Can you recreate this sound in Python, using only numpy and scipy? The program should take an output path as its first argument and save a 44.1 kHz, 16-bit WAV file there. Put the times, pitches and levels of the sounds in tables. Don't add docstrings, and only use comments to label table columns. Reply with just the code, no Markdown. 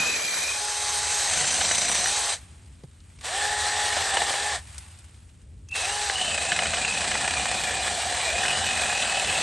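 import sys
import numpy as np
from scipy import signal
from scipy.fft import rfft, irfft, next_fast_len
from scipy.io import wavfile
from scipy.ndimage import uniform_filter1d, map_coordinates

SR = 44100
rng = np.random.default_rng(int(sys.argv[2]) if len(sys.argv) > 2 else 0)


def ratio(d):
    e = np.asarray(d, float) / 20
    return 10 ** e


def unload_wav(signal):
    wavfile.write(
        sys.argv[1],
        SR,
        np.round(np.clip(np.atleast_2d(signal).T, -1, 1) * 32767).astype(np.int16),
    )


N = 415422
T = np.arange(N) / SR

# (pulled [s], let go [s], whine [dB])
TRIGGER_PULLS = [
    (-1, 2.29, -39),
    (3.2, 4.51, -35.5),
    (5.715, 10, -36),
]


def unit(x):
    return x / np.sqrt(np.mean(x ** 2) + 1e-20)


def along(points, hz):
    f, v = np.transpose(points)
    return np.interp(np.log(hz + 1), np.log(f + 1), v)


def curve(rows):
    s, *cols = np.transpose(rows)
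    return [np.interp(T, s, c) for c in cols]


def wobble(rate):
    return map_coordinates(rng.standard_normal(int(N * rate / SR) + 4), [T * rate])


def filtered(x, response):
    m = next_fast_len(N + SR // 4)
    return irfft(rfft(x, m) * response(np.fft.rfftfreq(m, 1 / SR)), m)[..., :N]


def noise(colour):
    return unit(filtered(rng.standard_normal(N), lambda hz: ratio(along(colour, hz))))


def ringing(modes):
    def response(f):
        total = 0
        for k, (c, w, db) in enumerate(modes):
            total = total + (-1) ** k * ratio(db) * 1j * f * w / (c * c - f * f + 1j * f * w)
        return total
    return response


def bursts(times, db, t60):
    t = np.arange(SR // 8) / SR
    grit = rng.standard_normal((len(times), len(t)))
    attack = 1 - np.exp(-t / 0.0015)
    return ratio(db[:, None] - 60 * t / t60[:, None]) * attack * grit, np.round(times * SR).astype(int)


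def placed(rows, starts):
    at = starts[:, None] + np.arange(rows.shape[1])
    return np.bincount(at.ravel(), rows.ravel(), N + SR)[:N]


def closeness(t):
    close_until_s, crossfade_s = .4, .25
    return np.clip(1 - (t - close_until_s) / crossfade_s, 0, 1)


def trigger():
    spin_up_s, coast_s, brake_after_s = .08, .16, .05
    brake_db_per_s, start_db_per_s = 470, 700
    whine_grows_db = 50
    on, off, whine_db = np.transpose(TRIGGER_PULLS)[:, :, None]
    up = 1 - np.exp(-(np.clip(T - on, 0, None) / spin_up_s) ** 1.5)
    slowed = (np.clip(T - off, 0, None) / coast_s) ** 1.6
    spin = np.clip(up - slowed, .01, 1)
    brake_db = -brake_db_per_s * np.clip(T - off - brake_after_s, 0, None)
    start_db = start_db_per_s * np.clip(T - on - .045, None, 0)
    running = ratio(brake_db + start_db).sum(0)
    whine_gain = ratio(whine_db + brake_db + whine_grows_db * np.log10(spin)).sum(0)
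    return spin.max(0), running, whine_gain


def jolts(load):
    # (time [s], bounces [per s])
    bounce_rate = [(0, 32), (6.3, 29), (7.4, 30), (8.2, 42), (9.42, 43)]
    beat = np.cumsum(curve(bounce_rate)[0] * (1 + .08 * wobble(9))) / SR
    shape = 3 * np.exp(-3 * (beat % 1)) - .95
    return load * (1 + .35 * wobble(25)) * shape, np.flatnonzero(np.diff(beat // 1))


def chain(load, jolt, rattle_db, facing):
    # (frequency [Hz], level [dB per Hz])
    free_colour = [(120, -39), (300, -32.5), (450, -19), (1200, -9), (3000, -6.5), (5400, -7), (9000, -7),
                   (10300, -7), (11800, -22)]
    # (frequency [Hz], level [dB per Hz])
    buried_colour = [(90, -27.5), (170, -6.5), (330, -20), (600, -8), (1200, -13), (3000, -11.5),
                     (5400, -13.5), (9000, -9.5), (10300, -21), (11800, -24.5)]
    # (centre [Hz], width [Hz])
    housing = [(230, 540), (760, 77), (1250, 210), (1760, 350), (2850, 130), (3450, 150), (4000, 400),
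               (5300, 770), (5750, 380), (6200, 350), (7800, 1200), (8500, 1050)]
    # (level [dB], change with facing [dB], in wood [dB], close by [dB])
    housing_lifts = [(2, .5, 0, 11), (7, 4, -2, -2), (-2.5, 1, 2, 2), (6, 3.5, -1, 2), (-5, 4, 8, -6),
                     (0, 4.5, 0, -3), (4, 0, 1.5, 0), (.5, 0, 0, 0), (2, 1, 0, 3), (4, -2.6, 0, 3),
                     (4, .7, 2, 2), (3, 0, -2.5, -4)]
    blows = ratio(0.68 * wobble(900) + .8 * wobble(60) + 1.58 * jolt)
    hz, t, z = signal.stft(unit(blows * rng.standard_normal(N)), SR, nperseg=512)
    at = np.minimum(np.round(t * SR).astype(int), N - 1)
    bells = np.array([1 / (1 + (2 * (hz - c) / w) ** 2) for c, w in housing])
    lift = np.array(housing_lifts) @ [1 + 0 * t, facing[at], load[at], closeness(t)]
    bed = np.outer(along(free_colour, hz), 1 - load[at]) + np.outer(along(buried_colour, hz), load[at])
    patches = uniform_filter1d(rng.standard_normal(z.shape), size=5, axis=0)
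    patches = uniform_filter1d(patches, size=10, axis=1)
    gain = ratio(bed + bells.T @ lift + 1.3 * unit(patches))
    bands = np.digitize(hz, [1100, 5000])
    growl_db, hiss_db = -7 + 2 * facing, -2 * facing
    balance_db = np.array([growl_db, 0 * T, hiss_db])[:, at]
    power = np.array([np.sum(gain[(bands == b) & (hz < 9500)] ** 2, axis=0) for b in range(3)])
    trim = uniform_filter1d((ratio(balance_db) / np.sqrt(power))[bands], size=9, axis=0)
    return ratio(rattle_db + 21.5) * signal.istft(z * gain * trim, SR, nperseg=512)[1][:N]


def bar(jolt):
    # (start [s], end [s], start pitch [Hz], end pitch [Hz], level [dB])
    squeals = [(-.05, .14, 2444, 2520, -26), (.15, .55, 2350, 2470, -33), (1.1, 1.4, 6450, 6440, -34),
               (1.41, 2.07, 6130, 5870, -32), (3.35, 3.9, 1745, 1840, -33), (3.9, 4.54, 1790, 1750, -35),
               (5.74, 5.84, 2660, 2550, -30), (5.88, 5.96, 2750, 2950, -35), (6.16, 6.3, 2900, 3000, -29),
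               (6.27, 6.84, 2580, 2480, -32), (6.865, 6.91, 2710, 2550, -27), (6.9, 7.9, 2480, 2430, -33.5),
               (7.9, 8.2, 2400, 2260, -39), (8.22, 8.5, 2350, 2580, -30), (8.43, 8.68, 2960, 2940, -32),
               (8.67, 9.5, 2520, 2615, -29.5), (9.05, 9.3, 2945, 2950, -35)]
    edge_s = .03
    drive = (wobble(220) + 1j * wobble(220)) * ratio(3.2 * jolt * (T > .6) + 1.5 * wobble(55))
    drive = drive / np.sqrt(np.mean(abs(drive) ** 2) / 2)
    drift = 1 + .008 * wobble(12)
    out = np.zeros(N)
    for start, end, from_hz, to_hz, db in squeals:
        span = (T > start - .2) & (T < end + .2)
        t = T[span]
        pitch = drift[span] * np.interp(t, [start, end], [from_hz, to_hz])
        carrier = np.exp(2j * np.pi * np.cumsum(pitch) / SR)
        outside_s = np.maximum(np.maximum(start - t, t - end), 0)
        shape = np.exp(-(outside_s / edge_s) ** 2)
        out[span] += shape * ratio(db - 3) * np.real(drive[span] * carrier)
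    return out


def kicks(bite, landings):
    # (time [s], peak [dB], low knock [dB])
    hard_catches = [(1.444, -13, -10), (1.611, -11.5, -10), (1.711, -11, -12), (1.893, -16, -4.5),
                    (2.057, -9, -25), (3.926, -12, -13), (3.968, -15, 0.5), (4.01, -12, -14),
                    (4.138, -11.5, -8), (4.169, -6, -7.5), (4.217, -12, -2), (4.305, -15, -5),
                    (4.339, -13, -7), (5.752, -20, -9), (6.096, -8, -15), (6.381, -14, -12.5),
                    (6.518, -7.5, -28), (6.589, -5, -13), (6.621, -12, -5), (6.655, -12.5, -14),
                    (6.734, -8, -9.5), (6.769, -8, -17.5), (7.015, -15, -13), (7.048, -11, -12),
                    (7.115, -12, -28), (7.152, -11, -5), (7.454, -14, -4.5), (7.693, -13, -12),
                    (8.201, -13, -11), (8.452, -10, -13)]
    # (centre [Hz], width [Hz], level [dB])
    branch = [(521, 300, -2), (840, 290, 1), (1780, 540, 5.5), (2500, 260, -2), (2950, 155, 5)]
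    landings = landings[bite[landings] > .2]
    nip_db = -21 + 20 * np.log10(bite[landings]) + 3.5 * rng.standard_normal(len(landings))
    nips = [landings / SR, nip_db, -9 + 0 * nip_db]
    s, db, low_db = np.hstack([np.transpose(hard_catches), nips])
    life = .02 * ratio(1.5 * rng.standard_normal(len(s)))
    mid = filtered(placed(*bursts(s, db + 4.5, life)), ringing(branch[2:]))
    low = filtered(placed(*bursts(s, db + low_db + 14, 1.73 * life)), ringing(branch[:2]))
    crack = filtered(placed(*bursts(s, db - 16, .4 * life)), ringing([(5470, 9300, 0.0087)]))
    return mid + low + crack


def woods(x):
    # (frequency [Hz], decay by 60 dB [s])
    woods_decay = [(300, 1.2), (900, 1.3), (3000, .7), (9000, 0.39)]
    hz, t, z = signal.stft(rng.standard_normal((2, SR)), SR, nperseg=256)
    tail = signal.istft(z * ratio(-60 * t / along(woods_decay, hz)[:, None]), SR, nperseg=256)[1]
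    near = ratio(-34) * signal.fftconvolve(x[None], tail / np.linalg.norm(tail[0]), axes=1)[:, :N]
    dull = filtered(x, ringing([(835, 110, 0)]))
    late = np.pad(dull, (round(.37 * SR), 0))[:N]
    return near + ratio(-35) * late * ratio([[1.5], [-1.5]])


def traffic():
    # (frequency [Hz], level [dB per Hz])
    rumble_colour = [(15, -64.5), (25, -35), (41, -16), (70, -2.5), (93, -7.5), (109, -13), (166, -21),
                     (212, -24), (598, -40.5), (1200, -57.5), (1560, -97), (2640, -120)]
    # (time [s], level [dB])
    road_level = [(.1, -57), (1.07, -46), (6, -46), (6.64, -43), (9.42, -45)]
    pitch = 81 + 1.5 * wobble(4)
    note = np.sin(2 * np.pi * np.cumsum(pitch) / SR) * ratio(-7 + 3 * wobble(5))
    return ratio(curve(road_level)[0] - 1.5 + 1.2 * wobble(6)) * (noise(rumble_colour) + note)


def whine(load, loaded, spin, gain):
    # (time [s], shaft turns lost [per s], half length [s])
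    snags = [
        (4.04, 26, .05),
        (4.19, 55, .04),
        (4.35, 20, .045),
        (6.9, -32, .08),
        (8.31, 65, .04),
        (9.05, 15, .06),
    ]
    lost_turns = sum(lost * np.exp(-((T - s) / half) ** 2) for s, lost, half in snags)
    speed = spin * (loaded - lost_turns)
    smear = 1 + .002 * wobble(25) + .065 * load * wobble(160)
    turn = 2 * np.pi * np.cumsum(speed * smear) / SR
    flutter = gain * ratio((1.2 + 2 * load) * wobble(45) - 4 * load)
    first = ratio(-12 - 4 * load) * (speed / 418) ** 4
    return (1 - closeness(T)) ** 2 * np.sqrt(2) * flutter * (np.sin(2 * turn) + first * np.sin(turn))


def ground():
    # (time [s], peak [dB], pitch [Hz])
    clicks = [(2.4838, -41, 8120), (2.6583, -43, 7750), (2.752, -46, 5360), (2.835, -36, 1630),
              (2.9098, -45, 7910), (3.0024, -41, 3940), (3.036, -51, 7510), (3.187, -32, 2240),
              (3.21, -24, 1780), (4.671, -33, 8310), (4.78, -20, 8600), (4.9736, -38, 8750),
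              (4.9876, -34, 8600), (5.0412, -39, 8770), (5.1437, -40, 3360), (5.2909, -40, 2670),
              (5.4147, -45, 7890), (5.4515, -51, 8310), (5.686, -32, 6330), (5.7114, -28, 2500)]
    # (frequency [Hz], level [dB])
    twig_colour = [(400, -17.5), (3000, -5.5), (9000, -8.5), (12000, -24)]
    # (time [s], peak [dB])
    thuds = [
        (2.835, -31.5),
    ]
    # (frequency [Hz], level [dB per Hz])
    leaf_colour = [(350, -36), (600, -12), (784, -11), (812, -8), (967, -10.5), (2540, -9), (5880, -15),
                   (8940, -7.5), (9700, -16), (12600, -26), (21300, -120)]
    # (time [s], peak [dB])
    leaf_stirs = [
        (2.4, -56),
        (3.22, -61),
        (4.6, -58),
        (4.75, -52),
    ]
    rise_db_per_s, fall_db_per_s, still_db = 50, 35, -69
    s, db, pitch = np.transpose(clicks)
    rows, starts = bursts(s, db, 0.027 + 0 * s)
    hz = np.fft.rfftfreq(rows.shape[1], 1 / SR)
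    own_ring = 9 / (1 + (np.log((hz + 1) / pitch[:, None]) / 0.18) ** 2)
    colour = ratio(along(twig_colour, hz) + own_ring)
    snaps = placed(irfft(rfft(rows) * colour, rows.shape[1]), starts)
    s, db = np.transpose(thuds)
    log_modes = ringing([(140, 48, 11), (374, 420, -5.5), (840, 243, -10)])
    thud = filtered(placed(*bursts(s, db + 16, 0.04 + 0 * s)), log_modes)
    stirring = ratio(still_db)
    for s, db in leaf_stirs:
        stirring = stirring + ratio(db - np.maximum(rise_db_per_s * (s - T), fall_db_per_s * (T - s)))
    crackle = ratio(0.74 * wobble(46) + 1.3 * wobble(270))
    return snaps + thud + stirring * crackle * noise(leaf_colour)


def spread(x, extra_db):
    # (frequency [Hz], level [dB])
    side_level = [(60, -38), (300, -19), (1200, -18), (3000, -16.5), (5000, -14.5), (7500, -20),
                  (10000, 2.5), (11800, -2)]
    bounce_s = .004
    side = filtered(x, lambda hz: 1j * ratio(along(side_level, hz)) * np.exp(-2j * np.pi * hz * bounce_s))
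    return np.array([x + ratio(extra_db) * side, x - ratio(extra_db) * side])


def scene():
    # (time [s], bite of the teeth [0-1], shaft turns [per s], chain [dB], facing [-1 bar side, 1 motor side])
    work = [(0, .6, 418, -27.5, 0), (.22, .4, 418, -30.5, -.5), (.6, .08, 418, -30.5, -1),
            (1.2, .05, 417, -27.5, -1), (1.41, .8, 365, -26, -1), (2.04, .9, 355, -27, -1),
            (2.14, .05, 416, -27, -.7), (3.24, .05, 418, -33, 1), (3.42, .05, 418, -27.5, 1),
            (3.9, .05, 418, -27, 1), (4.18, .45, 405, -26.5, 1), (4.45, .05, 418, -28.5, 1),
            (6.06, .05, 414, -29, .4), (6.28, .9, 345, -29.5, .4), (7.4, 1, 365, -28.5, .7),
            (8.25, .5, 360, -28.5, 1), (8.45, .8, 372, -27.5, 1), (9.42, .8, 360, -27, 1)]
    load, loaded, rattle_db, facing = curve(work)
    load = load.clip(.01, 1)
    spin, running, whine_gain = trigger()
    jolt, landings = jolts(load)
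    saw = running * chain(load, jolt, rattle_db, facing)
    saw = saw + bar(jolt) + kicks(load * running, landings)
    saw = saw + whine(load, loaded, spin, whine_gain)
    return spread(saw, 9 * closeness(T)) + woods(saw) + spread(traffic(), 14) + spread(ground(), 10)


def band_dropouts(dry):
    # (time [s], frequency [Hz])
    ceiling = [(0, 8200), (.25, 8170), (.5, 9525), (9.42, 9470)]
    # (from [Hz], share [0-1])
    side_kept = [(0, .6), (340, .7), (690, .8), (1000, .25), (1400, .55), (1900, .2), (2600, .55),
                 (3400, .4), (4700, .3), (5700, .06), (6900, .85), (8300, .02), (9000, .7), (10500, .35),
                 (11250, 0)]
    # start [s], end [s]
    spark_gap = (6.03, 7.47)
    hz, t, (mid, side) = signal.stft([dry[0] + dry[1], dry[0] - dry[1]], SR, nperseg=1024, noverlap=768)
    block = np.round((t * SR + 347) / 1024).astype(int)
    band = (hz // 345).astype(int)
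    luck = rng.random((band[-1] + 1, block[-1] + 1))[:, block]
    before_gap, after_gap = t < spark_gap[0], t > spark_gap[1]
    running = sum((t > on) & (t < off) for on, off, _ in TRIGGER_PULLS)
    running = running * (1 - closeness(t)) * (before_gap | after_gap)
    idle_share, run_share = .08, .6
    sparks = np.where(running + before_gap > 0, idle_share + (run_share - idle_share) * running, .01)
    lone = (luck[-2] < sparks) & (luck[band + 1 - (band == band[-1])] < .7)
    spark_band = ((hz > 11040) & (hz < 11730))[:, None]
    top = np.interp(t, *np.transpose(ceiling)) + 500 * (luck[-1] ** 3 - .25)
    mid = mid * ((hz[:, None] < top) | (lone & spark_band))
    edge, share = np.transpose(side_kept)
    rich = np.outer((hz > 2200) & (hz < 5200) | (hz > 7000) & (hz < 11000), t < .7)
    side = side * ((luck[band] < share[np.searchsorted(edge[1:], hz), None]) | rich)
    return signal.istft([mid + side, mid - side], SR, nperseg=1024, noverlap=768)[1][:, :N] / 2


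def top_cut(x):
    return signal.sosfilt(signal.butter(12, 11770, fs=SR, output="sos"), x)


def record(dry):
    mix = band_dropouts(dry)
    return top_cut(mix)


dry = scene()
out = record(dry)
unload_wav(out)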